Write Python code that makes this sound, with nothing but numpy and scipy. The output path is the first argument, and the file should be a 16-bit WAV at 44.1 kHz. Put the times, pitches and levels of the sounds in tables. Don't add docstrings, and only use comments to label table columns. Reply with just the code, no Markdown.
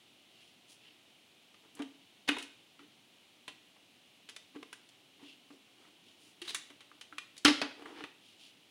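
import sys
import numpy as np
from scipy import signal
from scipy.fft import rfft, irfft
from scipy.io import wavfile

SR = 44100
rng = np.random.default_rng(int(sys.argv[2]) if len(sys.argv) > 2 else 0)


def wav_out(sig):
    wavfile.write(sys.argv[1], SR, np.round(np.clip(np.atleast_2d(sig).T, -1, 1) * 32767).astype(np.int16))


N = 383669

# start in seconds, kind of contact, level in dB before the
# common trim, brightness in dB per octave, decay of the damped plastic in seconds (t60),
# thump in dB before the common trim, ping in Hz.
BLOWS = [ (1.543, "rap", -51, -0.5, .05, -73, 1220), (1.751, "click", -65.5, 15, 0.049, -60, 9400),
         (1.791, "knock", -45, 1, 0.033, -66, 720), (1.797, "knock", -46.5, -2.5, .13, -34.5, 1240),
         (1.82, "rap", -37, 1, 0.052, -73, 2660), (2.2887, "clack", -17.5, 1, 0.059, -29.5, 2550),
         (2.316, "clack", -33.5, -1, 0.13, -64, 2860), (2.366, "knock", -37, -0.5, 0.046, -48.5, 800),
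         (2.384, "rap", -33, 4.5, .18, -54, 2820), (2.425, "tick", -41, 4.5, 0.087, -70, 2820),
         (2.792, "clack", -48.5, -0.5, 0.12, -57.5, 1410), (3.4791, "rap", -32.5, 0.5, .086, -46, 1025),
         (3.762, "knock", -64, -2.5, 0.03, -78, 1100), (4.2885, "tick", -40.5, -1, 0.092, -76, 3180),
         (4.295, "tick", -44, 2.5, .07, -72, 3230), (4.363, "tick", -37.5, 0.3, 0.05, -70, 3560),
         (4.557, "knock", -50, -1.5, 0.037, -44.5, 770), (4.6276, "knock", -43, 2, 0.032, -63, 1040),
         (4.7283, "click", -41, 0, 0.057, -73, 1530), (4.889, "tick", -55.5, 5.5, 0.061, -79, 4400),
         (5.226, "knock", -64, 8, .08, -50.5, 2770), (5.503, "knock", -56, -1, 0.038, -52, 1020),
         (5.849, "tap", -63.5, 0, 0.046, -74, 1900), (6.417, "tick", -35.5, 0, 0.078, -43.5, 2970),
         (6.478, "tick", -39, -1, .04, -70, 3750), (6.506, "tick", -37, -1.5, 0.031, -72, 3700),
         (6.5461, "click", -29, 2, 0.098, -65, 3500), (6.701, "knock", -48, 2.5, 0.09, -58, 3020),
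         (6.806, "rap", -43, 0, 0.11, -67, 3140), (6.914, "tap", -57, -0.5, 0.035, -66, 1200),
         (7.0113, "tick", -40, .5, .084, -74, 2970), (7.1246, "tap", -50, -0.5, 0.052, -56.5, 1350),
         (7.1818, "twang", -31.5, 0, 0.041, -68, 2440), (7.366, "tick", -47.5, 1, 0.038, -73.5, 3840),
         (7.378, "tick", -42.5, 5, 0.057, -76, 4380), (7.4471, "click", -25, 1.5, 0.057, -58, 1520),
         (7.4495, "snap", -15, 1.5, .038, -20, 1416), (7.457, "rap", -10.5, -0.5, .17, -27, 1370),
         (7.4796, "snap", -21, -1.5, 0.1, -23.5, 2090), (7.615, "snap", -27.5, -1.5, 0.053, -55, 2570),
         (7.622, "clack", -32.5, -5, 0.18, -38.5, 2525), (7.707, "tap", -54, -5, 0.035, -61, 1380),
         (7.856, "tap", -45, -0.5, 0.057, -66, 1183), (7.902, "knock", -61, -5.5, .044, -68, 1080),
         (8.006, "clack", -41.5, -3.5, 0.043, -50, 790), (8.038, "rap", -33.5, -4, .083, -39.5, 1200)]
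# start in seconds, end in seconds, kind of sliding,
# level in dB before colour, brightness in dB per octave, body rumble in dB.
STROKES = [(0.279, 0.57, "swish", -57.5, 2.5, -94), (.667, .767, "swish", -58, 12.5, -82),
           (0.786, .944, "swish", -54.5, -6, -82), (1.626, 1.669, "drag", -69, -3.5, -71),
           (1.746, 1.82, "drag", -56.5, 3, -78), (2.275, 2.299, "scrape", -26, -1, -57),
           (2.294, 2.446, "scrape", -51.5, -5, -66), (2.785, 2.858, "drag", -64, 1, -67),
           (4.538, 4.584, "drag", -58, -2.5, -56), (5.184, 5.268, "drag", -61, 1, -68),
           (5.211, 5.36, "swish", -50, -0.5, -81), (5.496, 5.578, "scrape", -65, 5, -67),
           (5.76, 5.914, "drag", -63.5, 2, -75), (6.03, 6.14, "swish", -57.5, 3, -77.5),
           (6.173, 6.34, "scrape", -64, 9.5, -77), (6.419, 6.566, "scrape", -46.5, 2, -77),
           (6.469, 6.517, "creak", -41, 1.5, -81), (7.729, 7.993, "drag", -54.5, -.5, -58.5),
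           (7.933, 8.054, "scrape", -49, -4.5, -57), (8.187, 8.383, "swish", -57, 4, -99),
           (8.362, 8.522, "swish", -51.5, 4, -95)]
# frequency in Hz, relative level in dB, t60 in seconds.
BODY_MODES = [(266, -27, 0.16), (280, -21, .25), (287.4, 8, 0.12), (319.4, 2.5, 0.51), (408, 0, 0.19)]
# frequency in Hz before detuning, relative level in dB, t60 in seconds.
SHELL_MODES = [(810, 1, 0.16), (1165, 14.5, 0.046), (1178, 6, 0.18), (1427, 3.5, 0.14), (1470, -6.5, 0.086),
               (1720, -19, .25), (1895, -4, 0.26), (2010, -15, .3), (1960, 5.5, 0.21), (2410, -14.5, 0.239),
               (2790, 5.5, 0.1), (2740, -1.5, 0.073), (3000, -16, .3), (3340, -5.5, 0.43), (3773, 7, 0.24),
               (4890, -4, .25), (5200, 6.5, 0.11), (4943, -17, 0.12)]
# centre in Hz, t60 in seconds, gain in dB.
ECHO_BANDS = [(150, 0.3, -10), (406, 0.46, -8), (1210, 0.39, -12), (3070, 0.52, -9), (6000, 0.34, -7.5),
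              (12000, 0.47, -16)]
# frequency in Hz, relative density in dB per Hz.
HISS_SPECTRUM = [(30, -30.5), (70, -23.5), (100, -4), (145, -5), (290, 1.5), (480, -7.5), (720, -5.5),
                 (1000, -10.5), (1700, -12.5), (2950, -1), (3900, -6.5), (4800, -13), (8400, -20),
                 (12000, -25)]
# multiple of its ping pitch, relative level in dB, t60 in seconds.
PART_MODES = [(1, 2.5, 0.043), (1.09, -5.5, .025), (.6, -11, 0.048), (1.43, -13, .035)]
CONTACT_KINDS = {"tick": (-11, -8, -8, -11, 346, 0.1, -6.5), "click": (-8, 3, -7, -5.5, 297.5, 0.1, -5.5),
                 "twang": (-12, -1, -8, -13, 268.5, 0.1, -3.5), "rap": (-9, -7, -15, -17.5, 290, 0.02, -11),
                 "clack": (-7, -0.5, -19.5, -21, 284, 0.12, -4.5),
                 "knock": (8, 3, -15, -17, 278.5, 0.16, -7.5), "tap": (2.5, 9, -20.5, -19, 301, 0.1, 3),
                 "snap": (1, 0.5, 3.5, -13.5, 288, 0.1, -3)}
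SLIDING_KINDS = {"swish": (-25, -20.5, -10, -20.5, 2800, 0.5, 1500),
                 "scrape": (-5, -3.5, -5.5, -15, 2907, -3.5, 1300),
                 "creak": (-2, -3.5, -5.5, -10, 3902, 12.5, 900),
                 "drag": (11, 2.5, -10.5, -15.5, 1198, -9.5, 806)}
COLOUR_POINT_OCTAVES = np.log2(np.array([750, 1450, 4950, 8200]) / 3100)

HISS_DB = -64
TOP_HZ = 15800
T = np.arange(int(.6 * SR)) / SR
JOLT_S, JOLT_HZ, JOLT_DB, JOLT_T60_S, JOLT_RISE_S = 7.45, 60, -37.5, 0.11, .008


def undb(db):
    return 10 ** (np.asarray(db) / 20)


def unit(x):
    return x / np.sqrt(np.sum(x ** 2))


def fade(t60):
    return np.exp(-np.log(1000) * T / max(t60, 1e-3))


def add(out, start_s, x):
    i = int(start_s * SR)
    out[i:i + len(x)] += x[:N - i]


def colour(x, points, size=2048):
    hz, db = np.transpose(points)
    grid = np.maximum(np.fft.rfftfreq(size, 1 / SR), 1)
    gain = undb(np.interp(np.log(grid), np.log(hz), db))
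    cepstrum = irfft(np.log(gain))
    cepstrum[1:size // 2] *= 2
    cepstrum[size // 2 + 1:] = 0
    response = irfft(np.exp(rfft(cepstrum)))
    return signal.fftconvolve(x, response)[:len(x)]


def resonate(x, hz, q, db):
    peak = signal.lfilter(*signal.iirpeak(hz, q, fs=SR), x)
    return x + undb(db) * peak


def hiss():
    noise = colour(rng.standard_normal(N), HISS_SPECTRUM)
    noise = resonate(noise, 9700, q=7, db=-3)
    return unit(noise) * np.sqrt(N) * undb(HISS_DB)


def plastic(x, low_db, mid_db, high_db, top_db):
    bass_db = min(low_db, 0)
    return colour(x, [
        (30, bass_db - 22.5), (62, bass_db - 13), (125, bass_db - 12),
        (430, low_db + 2.5), (560, low_db - 4.0), (750, low_db - 1.5),
        (1450, mid_db), (3100, 0.0058), (4950, high_db),
        (5900, (high_db + top_db) / 2 - 0.5), (8200, top_db - 2),
        (10200, top_db + 1.0), (11600, top_db - 12.5), (16000, top_db - 13.5)])


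def tilted(tone, brightness):
    return np.array(tone) + brightness * COLOUR_POINT_OCTAVES


def rubs(scatter_db=3, slip_t60=0.029, sing_q=10):
    out = np.zeros(N)
    for start, end, kind, db, brightness, rumble_db in STROKES:
        *tone, sing_hz, sing_db, slips_per_s = SLIDING_KINDS[kind]
        n = int((end - start) * SR)
        chance = rng.random(n)
        slipping = chance <= max(slips_per_s / SR, chance.min())
        slips = slipping * undb(scatter_db * rng.standard_normal(n))
        energy = signal.fftconvolve(slips ** 2 * np.hanning(n), fade(slip_t60) ** 2)
        strength = np.sqrt(np.abs(energy))
        grit = unit(strength * rng.standard_normal(len(strength))) * np.sqrt(n)
        scrape = plastic(grit, *tilted(tone, brightness))
        scrape = resonate(scrape, sing_hz, sing_q, sing_db)
        rumble = colour(grit, [(100, -49), (220, -19.0), (290, 2.0), (350, 1),
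                               (440, -3.0), (600, -11.0), (2000, -68.0)])
        rumble = unit(rumble) * np.sqrt(n)
        add(out, start, undb(db) * scrape + undb(rumble_db) * rumble)
    return out


def kitchen(x, build_s=.012):
    hz, t60s, dbs = np.transpose(ECHO_BANDS)
    noise = rfft(rng.standard_normal(len(T)))
    grid = np.log(np.maximum(np.fft.rfftfreq(len(T), 1 / SR), 1))
    build = 1 - np.exp(-(T / build_s) ** 2)
    echo = 0
    for share, t60, db in zip(np.eye(len(hz)), t60s, dbs):
        band = irfft(noise * np.interp(grid, np.log(hz), share), len(T))
        echo = echo + undb(db) * band * unit(fade(t60) * build)
    return signal.fftconvolve(x, echo)[:N]


def ring(modes, detune=0.0062):
    total = 0
    for hz, db, t60 in modes:
        bent_hz = hz * (1 + detune * rng.standard_normal())
        phase = rng.random()
        total = total + undb(db) * fade(t60) * np.sin(2 * np.pi * (bent_hz * T + phase))
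    return unit(total)


def contact(t60, soft, crack_t60=0.01, crack_db=-1, shell_db=-11, rise_s=0.0008,
            blow_s=0.013, free_t60=0.36, damp_hz=10500):
    crack, crowd = rng.choice([-1., 1.], (2, len(T)))
    crack = crack * unit(fade(crack_t60))
    crowd = signal.lfilter(*signal.butter(2, damp_hz, fs=SR), crowd) * unit(fade(t60))
    shell = undb(shell_db) * np.sqrt(t60 / free_t60) * ring(SHELL_MODES)
    push = 1 - np.exp(-(T / (rise_s * soft)) ** 2)
    x = push * (undb(crack_db) * crack + crowd + shell)
    return x / np.sqrt(np.mean(x[:int(blow_s * SR)] ** 2))


def thump(hz, t60, rise_s=0.0041, hum_db=-17):
    swing = fade(t60) * np.sin(2 * np.pi * hz * T)
    hum = sum(undb(db) * fade(life) * np.sin(2 * np.pi * f * T) for f, db, life in BODY_MODES)
    hum = hum / np.abs(hum).max()
    return (1 - np.exp(-T / rise_s)) * (swing + undb(hum_db) * hum)


def ping(hz, rise_s=0.0013):
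    modes = sum(undb(db) * fade(t60) * np.sin(2 * np.pi * hz * ratio * T) for ratio, db, t60 in PART_MODES)
    return (1 - np.exp(-T / rise_s)) * modes


def knocks(contact_trim_db=-2, thump_trim_db=5.5):
    out = np.zeros(N)
    for start, kind, db, brightness, t60, thump_db, ping_hz in BLOWS:
        *tone, thump_hz, thump_t60, ping_db = CONTACT_KINDS[kind]
        low, mid, high, top = tilted(tone, brightness)
        strike = plastic(contact(t60, soft=undb(max(low, 0))), low, mid, high, top)
        add(out, start, undb(db + contact_trim_db) * strike)
        add(out, start, undb(thump_db + thump_trim_db) * thump(thump_hz, thump_t60))
        add(out, start, undb(db + ping_db) * ping(ping_hz))
    return out


def jolt():
    out = np.zeros(N)
    envelope = (1 - np.exp(-T / JOLT_RISE_S)) * fade(JOLT_T60_S)
    add(out, JOLT_S, undb(JOLT_DB) * envelope * np.sin(2 * np.pi * JOLT_HZ * T))
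    return out


def scene():
    machine = rubs() + knocks() + jolt()
    return (machine + kitchen(machine) + hiss())[None]


def record(dry):
    low_pass = signal.ellip(10, .2, 80, TOP_HZ, fs=SR, output="sos")
    return signal.sosfilt(low_pass, dry)


dry = scene()
out = record(dry)
wav_out(out)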